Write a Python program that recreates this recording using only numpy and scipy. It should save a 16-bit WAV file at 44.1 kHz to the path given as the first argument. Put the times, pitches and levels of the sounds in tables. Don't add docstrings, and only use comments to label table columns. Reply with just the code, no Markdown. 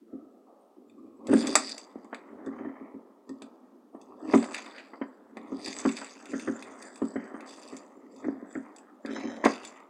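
import sys
import numpy as np
from scipy import signal
from scipy.fft import rfft, irfft, next_fast_len
from scipy.io import wavfile
from scipy.ndimage import uniform_filter1d

SR = 44100
rng = np.random.default_rng(int(sys.argv[2]) if len(sys.argv) > 2 else 0)


def dump_mix(stems):
    frames = np.atleast_2d(stems).T
    limited = np.clip(frames, -1, 1)
    pcm = np.round(limited * 32767).astype(np.int16)
    wavfile.write(sys.argv[1], SR, pcm)


def ratio_of_db(decibels):
    return 10 ** (np.asarray(decibels, float) / 20)


N = 436149

# (time [s], drive level [dB], clatter re drive before a common gain [dB],
# ring [s]: sets build-up and, within limits, decay)
BUMPS = [(0.129, -30, -70.5, 0.23), (1.284, -12.5, -47, 0.73), (1.331, -4, -29, 0.16),
         (1.552, -31.5, 7, 0.74), (1.957, -28, -43, 0.047), (2.045, -39.5, -14, 0.053),
         (2.127, -37.5, 1, 0.056), (2.464, -26.5, -22, 0.23), (2.585, -29.5, -19.5, 1),
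         (2.647, -29, -19, 0.34), (2.81, -33, -42.5, 0.13), (2.941, -32.5, -30.5, 0.17),
         (3.29, -33, -17, 0.3), (3.416, -38, -8.5, 0.25), (3.947, -35.5, -15.5, 0.079),
         (4.335, -6.5, -18.5, 0.24), (4.933, -39.5, -7.5, 0.052), (5.014, -21, -17.5, 0.066),
         (5.369, -34, -10, 0.016), (5.52, -24, -27, 0.14), (5.676, -29.5, -16, 0.15),
         (5.851, -11, -19.5, 0.19), (6.015, -37.5, -1, 0.068), (6.334, -22, -19, 0.15),
         (6.474, -18.5, -18.5, 0.27), (7.018, -14.5, -28, 0.15), (7.157, -17.5, -24, 0.13),
         (7.342, -30, -17, 0.053), (7.725, -32.5, -17.5, 0.18), (8.242, -25, -20, 0.65),
         (8.284, -18, -36, 0.054), (8.426, -30.5, -46, 0.043), (8.552, -26.5, -20.5, 0.28),
         (9.049, -25, -20.5, 0.073), (9.16, -33.5, -7.5, 0.37), (9.23, -26.5, -34, 0.78),
         (9.438, -25, -2.5, 0.11), (9.456, -10, -13, 0.08)]
# (time [s], drive level [dB], colour [Hz])
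SNAPS = [(0.898, -43, 1950), (1.2701, -22.5, 4120), (1.471, -12, 6170), (1.5544, 6, 7730),
         (1.694, -22.5, 6400), (1.7805, -20, 7550), (2.045, -42, 5940), (2.1462, -26.5, 2080),
         (2.462, -37.5, 6040), (3.293, -35, 4800), (3.4207, -28, 3500), (4.0149, -35.5, 5980),
         (4.5454, -15.5, 2480), (4.6622, -29.5, 2030), (5.3702, -31, 2400), (5.66, -20, 4700),
         (5.7553, -39, 6750), (5.8904, -21, 2820), (5.9677, -21, 4800), (6.256, -26.5, 2470),
         (6.318, -32.5, 2050), (6.3964, -22.5, 2180), (6.6247, -22, 2360), (6.8245, -24, 8900),
         (6.9586, -30, 7840), (6.977, -35.5, 7800), (7.052, -34, 8100), (7.407, -29, 2010),
         (7.767, -26, 7200), (8.163, -39.5, 5000), (8.7624, -32.5, 7530), (8.784, -36.5, 7500),
         (8.796, -58, 7560), (9.0605, -26.5, 2140), (9.133, -32.5, 2000), (9.199, -38, 3500),
         (9.3662, -40, 3400), (9.45, -11, 1960), (9.65, -21, 5250), (9.802, -44.5, 5230)]
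# (frequency [Hz], level [dB], free t60 before scaling [s])
DRAWER_MODES = [(114.4, 7.5, 0.1565), (231.7, -9, 0.32), (267.9, -1.5, 0.33), (306.4, 1, 0.14),
                (384.1, -1, 0.11), (516, -11, 0.12)]
# (frequency [Hz], width [Hz], mean level [dB])
RUNNER_RESONANCES = [(568, 193, 3.5), (1150, 360, 2.5), (1481, 510, 1), (1950, 450, -3), (3100, 110, -4),
                     (3930, 110, -2), (5240, 100, -3), (6240, 100, -2), (7040, 100, -7)]
# (frequency [Hz], skirt width [Hz], level [dB])
BAG_FOLDS = [(2030, 1700, -0.5), (2616, 600, 1), (3516, 500, -1), (4738, 690, -2), (6400, 1500, -7.5),
             (7200, 230, 0), (7840, 380, 0.5), (8640, 290, -2)]
# (frequency [Hz], relative density [dB])
DRONE_SPECTRUM = [(100, -13), (260, 18), (1300, 2.5), (2500, -21), (8000, -41)]
DRONE_DB, ROOM_T60_S, ROOM_DB = -53.5, 0.26, -16
# (frequency [Hz], height over the steady noise at which a band is fully open [dB])
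OPEN_MARGIN = [(400, 3.86), (1300, 4.9), (1450, 16.4)]
# (full at [s], build-up [s],
# hold [s], rumble drive [dB], runner scrape drive before a common gain [dB])
DRAWER_HANDLING = [(0.14, 0.55, 0.11, -52, -61), (1, 0.38, 0.39, -49, -75.5),
                   (1.302, 0.11, 0.17, -25, -41.5), (2.494, 0.65, 0.25, -39, -51),
                   (4.321, 0.41, 0.14, -33, -41.5), (5.58, 0.56, 0.39, -37.5, -49.5),
                   (6.334, 0.32, 0.52, -41, -51.5), (7.182, 0.44, 0.55, -44, -51.5),
                   (8.28, 1, 0.6, -45.5, -56), (9.082, 0.04, 0.54, -34, -45.5)]
RUMBLE_SAG_DB_S, RUMBLE_STOP_DB_S, RUMBLE_REST_DB = 28, 92, -72.5
SCRAPE_SAG_DB_S, SCRAPE_STOP_DB_S, SCRAPE_REST_DB = 4.5, 47, -70
# (full at [s], build-up [s], hold [s], drive level [dB], sag [dB/s], stop [dB/s])
GRATE = (9.115, 0.04, 0.3, -37, 28, 200)
# (full at [s], build-up [s], hold [s], drive level [dB], colour [Hz])
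RUSTLES_AND_RUBS = [(1.339, 0.063, 0.36, -38.5, 5520), (4.346, 0.12, 0.052, -42.5, 5210),
                    (4.542, 0.042, 0.029, -42, 4440), (4.78, 0.065, 0.0068, -57, 2300),
                    (5.676, 0.19, 0.42, -42.5, 5000), (6.313, 0.15, 0.25, -53.5, 5830),
                    (6.806, 0.51, 0.58, -61.5, 8360), (7.474, 0.032, 0.26, -48.5, 6160),
                    (8.23, 0.22, 0.023, -63.5, 4900), (8.505, 0.07, 0.078, -63, 7200),
                    (9.448, 0.013, 0.023, -37.5, 4350), (9.636, 0.0082, 0.016, -53.5, 5700)]
RUSTLE_SAG_DB_S, RUSTLE_STOP_DB_S, RUSTLE_REST_DB, RUSTLE_REST_HZ = 22, 141, -82.5, 6200
BUILD_UP_DB = 32


def drawer_bumps():
    luck_db = 1.8 * rng.standard_normal((len(BUMPS), len(DRAWER_MODES)))
    hz, level_db, free_s = np.array(DRAWER_MODES).T[:, :, None]
    t = np.arange(SR // 2) / SR
    out = np.zeros(N + SR)
    for (s, peak_db, _, ring_s), chance_db in zip(BUMPS, luck_db):
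        rise = 1 - np.exp(-t / (0.018 * ring_s))
        t60 = free_s / free_s.max() * np.clip(ring_s, .01, .4)
        height = ratio_of_db(level_db + chance_db[:, None] - 60 * t / t60)
        modes = height * np.sin(2 * np.pi * hz * t)
        start = int(s * SR)
        out[start:start + len(t)] += ratio_of_db(peak_db) * rise * modes.sum(0)
    return out[:N]


def drawer_rolling(rumble_db):
    jolts = grains(250 * ratio_of_db(4.4 * drift(18)), spread_db=2.5)
    rolling = sum(ratio_of_db(db) * ring(jolts, hz, 0.63 * free_s) for hz, db, free_s in DRAWER_MODES)
    return ratio_of_db(rumble_db) * rms_one(rolling)


def runners(scrape_db, grate):
    s, peak_db, clatter_db, _ = np.transpose(BUMPS)
    slips = rms_one(grains(1500 * ratio_of_db(4.0 * drift(30)), spread_db=4.0))
    hits = train(s, ratio_of_db(peak_db + clatter_db + 18.0))
    swell = dying(hits, t60=0.085) - dying(hits, t60=0.003)
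    drive = ratio_of_db(scrape_db + 10.0) * slips + swell * rng.standard_normal(N)
    drive = signal.sosfilt(signal.butter(8, 2500, fs=SR, output="sos"), drive)
    drive = drive + grate * slips
    out = np.zeros(N)
    for k, (hz, width_hz, level_db) in enumerate(RUNNER_RESONANCES):
        gain = (-1) ** k * ratio_of_db(level_db + 2.5 * drift(9))
        out += gain * resonance(drive, hz, width_hz)
    return out


def bag_and_rubs(rustle_db, rustle_hz):
    s, peak_db, colour_hz = np.transpose(SNAPS)
    luck_db = 2.5 * rng.standard_normal((len(s), len(BAG_FOLDS)))
    crackle = rms_one(grains(1200 * ratio_of_db(4.0 * drift(40)), spread_db=4.5))
    hiss = rng.standard_normal(N)
    narrow = 0.45
    ticks = ratio_of_db(-14.0) * dying(train(s, ratio_of_db(peak_db)), t60=0.03) * hiss
    ticks = ticks + ratio_of_db(rustle_db - 6.0) * crackle
    out = signal.sosfilt(signal.butter(2, 8500, "high", fs=SR, output="sos"), ticks)
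    for k, (hz, width_hz, level_db) in enumerate(BAG_FOLDS):
        octaves = np.abs(np.log2(hz / colour_hz))
        nearest_db = 5.2 * np.exp(-12.0 * octaves)
        hits = train(s, ratio_of_db(peak_db - 4.5 * octaves + nearest_db + luck_db[:, k]))
        tail = ratio_of_db(-13.5) * dying(hits, t60=0.043) + ratio_of_db(-23.5) * dying(hits, t60=0.16)
        snaps = ratio_of_db(10.5) * hits + tail * hiss
        swell_db = 4.6 * drift(25) + 4.0 * drift(3.4)
        fold_db = rustle_db + 7.5 - 8.3 * np.abs(np.log2(hz / rustle_hz)) + swell_db
        own = crackle * ratio_of_db(4.67 * rng.standard_normal(N))
        shifted_hiss = np.roll(hiss, k * SR)
        drive = snaps + ratio_of_db(fold_db) * (own + ratio_of_db(-6.5) * shifted_hiss)
        skirt = resonance(drive, hz, width_hz)
        sharp = resonance(skirt, hz, narrow * width_hz)
        out = out + (-1) ** k * ratio_of_db(level_db) * (sharp + ratio_of_db(-7.5) * skirt)
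    return out


def gestures(full_s, build_s, hold_s, level_db, sag_db_s, stop_db_s):
    since = np.arange(0, N + 64, 64) / SR - full_s[:, None]
    rising = BUILD_UP_DB * np.minimum(since, 0) / np.maximum(build_s, .01)[:, None]
    sagging = sag_db_s * np.clip(since, 0, hold_s[:, None])
    stopping = stop_db_s * np.maximum(since - hold_s[:, None], 0)
    return ratio_of_db(level_db[:, None] + rising - sagging - stopping)


def per_sample(control):
    return np.interp(np.arange(N) / 64, np.arange(len(control)), control)


def summed_db(gains, rest_db):
    return per_sample(20 * np.log10(gains.sum(0) + ratio_of_db(rest_db)))


def grains(per_s, spread_db):
    sizes = ratio_of_db(spread_db * np.minimum(rng.exponential(1, N), 4)) * rng.choice([-1, 1], N)
    return sizes * (rng.random(N) < per_s / SR)


def train(times, gains):
    clicks = np.zeros(N)
    np.add.at(clicks, (np.asarray(times) * SR).astype(int), gains)
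    return clicks


def dying(clicks, t60):
    return signal.lfilter([1], [1, -ratio_of_db(-60 / (t60 * SR))], clicks + 1e-18)


def ring(clicks, hz, t60):
    r, w = ratio_of_db(-60 / (t60 * SR)), 2 * np.pi * hz / SR
    return signal.lfilter([0, np.sin(w)], [1, -2 * r * np.cos(w), r * r], clicks + 1e-18)


def resonance(x, hz, width_hz):
    r = np.exp(-np.pi * width_hz / SR)
    poles = [1, -2 * r * np.cos(2 * np.pi * hz / SR), r * r]
    return signal.lfilter([(1 - r * r) / 2, 0, (r * r - 1) / 2], poles, x)


def drift(rate):
    knots = rng.standard_normal(400)
    return np.interp(np.arange(N) * rate / SR, np.arange(len(knots)), knots)


def rms_one(x):
    return x / np.sqrt(np.mean(x ** 2) + 1e-20)


def at_hz(points, hz):
    point_hz, value = np.array(points).T
    return np.interp(np.log(hz + 1), np.log(point_hz), value)


def room(x):
    size = next_fast_len(N + SR)
    turn = 2 * np.pi * np.arange(size // 2 + 1) / size
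    t60 = ROOM_T60_S / (1 + turn * SR / (2 * np.pi * 12000))
    echoes = 0
    for k, lag in enumerate(rng.uniform(0.013, 0.047, 10) * SR):
        loop = ratio_of_db(-60 * lag / SR / t60) * np.exp(-1j * turn * int(lag))
        echoes = echoes + (-1) ** k * loop / (1 - loop)
    return irfft(rfft(x, size) * echoes, size)[:N]


def drone():
    hz = np.fft.rfftfreq(N, 1 / SR)
    shaped = irfft(rfft(rng.standard_normal(N)) * ratio_of_db(at_hz(DRONE_SPECTRUM, hz)), N)
    return ratio_of_db(DRONE_DB) * rms_one(shaped)


def scene():
    *timing, rumble_db, scrape_db = np.transpose(DRAWER_HANDLING)
    rumble = gestures(*timing, rumble_db, RUMBLE_SAG_DB_S, RUMBLE_STOP_DB_S)
    scrape = gestures(*timing, scrape_db, SCRAPE_SAG_DB_S, SCRAPE_STOP_DB_S)
    grate = per_sample(gestures(*np.array(GRATE)[:4, None], *GRATE[4:])[0])
    *timing, rustle_db, colour_hz = np.transpose(RUSTLES_AND_RUBS)
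    rustle = gestures(*timing, rustle_db, RUSTLE_SAG_DB_S, RUSTLE_STOP_DB_S)
    rest = ratio_of_db(RUSTLE_REST_DB)
    rustle_hz = (colour_hz @ rustle + RUSTLE_REST_HZ * rest) / (rustle.sum(0) + rest)
    near = drawer_bumps() + drawer_rolling(summed_db(rumble, RUMBLE_REST_DB))
    near = near + runners(summed_db(scrape, SCRAPE_REST_DB), grate)
    near = near + bag_and_rubs(summed_db(rustle, RUSTLE_REST_DB), per_sample(rustle_hz))
    return (near + ratio_of_db(ROOM_DB) * room(near) + drone())[None]


def suppressor(x, depth_db, steep, release_db_s):
    size, hop = 512, 128
    hz, s, frames = signal.stft(x, SR, nperseg=size, noverlap=size - hop)
    power = uniform_filter1d(np.abs(frames) ** 2, size=3, axis=0)
    power = uniform_filter1d(power, size=13, axis=1)
    level_db = 10 * np.log10(power + 1e-16)
    noise_db = np.percentile(level_db[:, ::8], 5, axis=1)
    open_db = (noise_db + at_hz(OPEN_MARGIN, hz))[:, None]
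    gain_db = np.clip(steep * (level_db - open_db), -depth_db, 0)
    gain_db = np.maximum.accumulate(gain_db + release_db_s * s, axis=1) - release_db_s * s
    return signal.istft(frames * ratio_of_db(gain_db), SR, nperseg=size, noverlap=size - hop)[1][:N]


def microphone(x):
    x = signal.sosfilt(signal.ellip(5, 1, 27, 190, "high", fs=SR, output="sos"), x)
    x = signal.sosfilt(signal.butter(3, 85, "high", fs=SR, output="sos"), x)
    dull = signal.sosfilt(signal.butter(6, 9000, fs=SR, output="sos"), x)
    self_noise = signal.lfilter([.5], [1, -.5], rng.standard_normal(N))
    return dull + ratio_of_db(-29.5) * x + ratio_of_db(-76.0) * self_noise


def low_pass(x):
    return signal.sosfilt(signal.butter(12, 16130, fs=SR, output="sos"), x)


def record(dry):
    quieted = suppressor(dry[0], depth_db=19, steep=5.9, release_db_s=23.0)
    mix = microphone(quieted)[None]
    return low_pass(mix)


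dry = scene()
out = record(dry)
dump_mix(out)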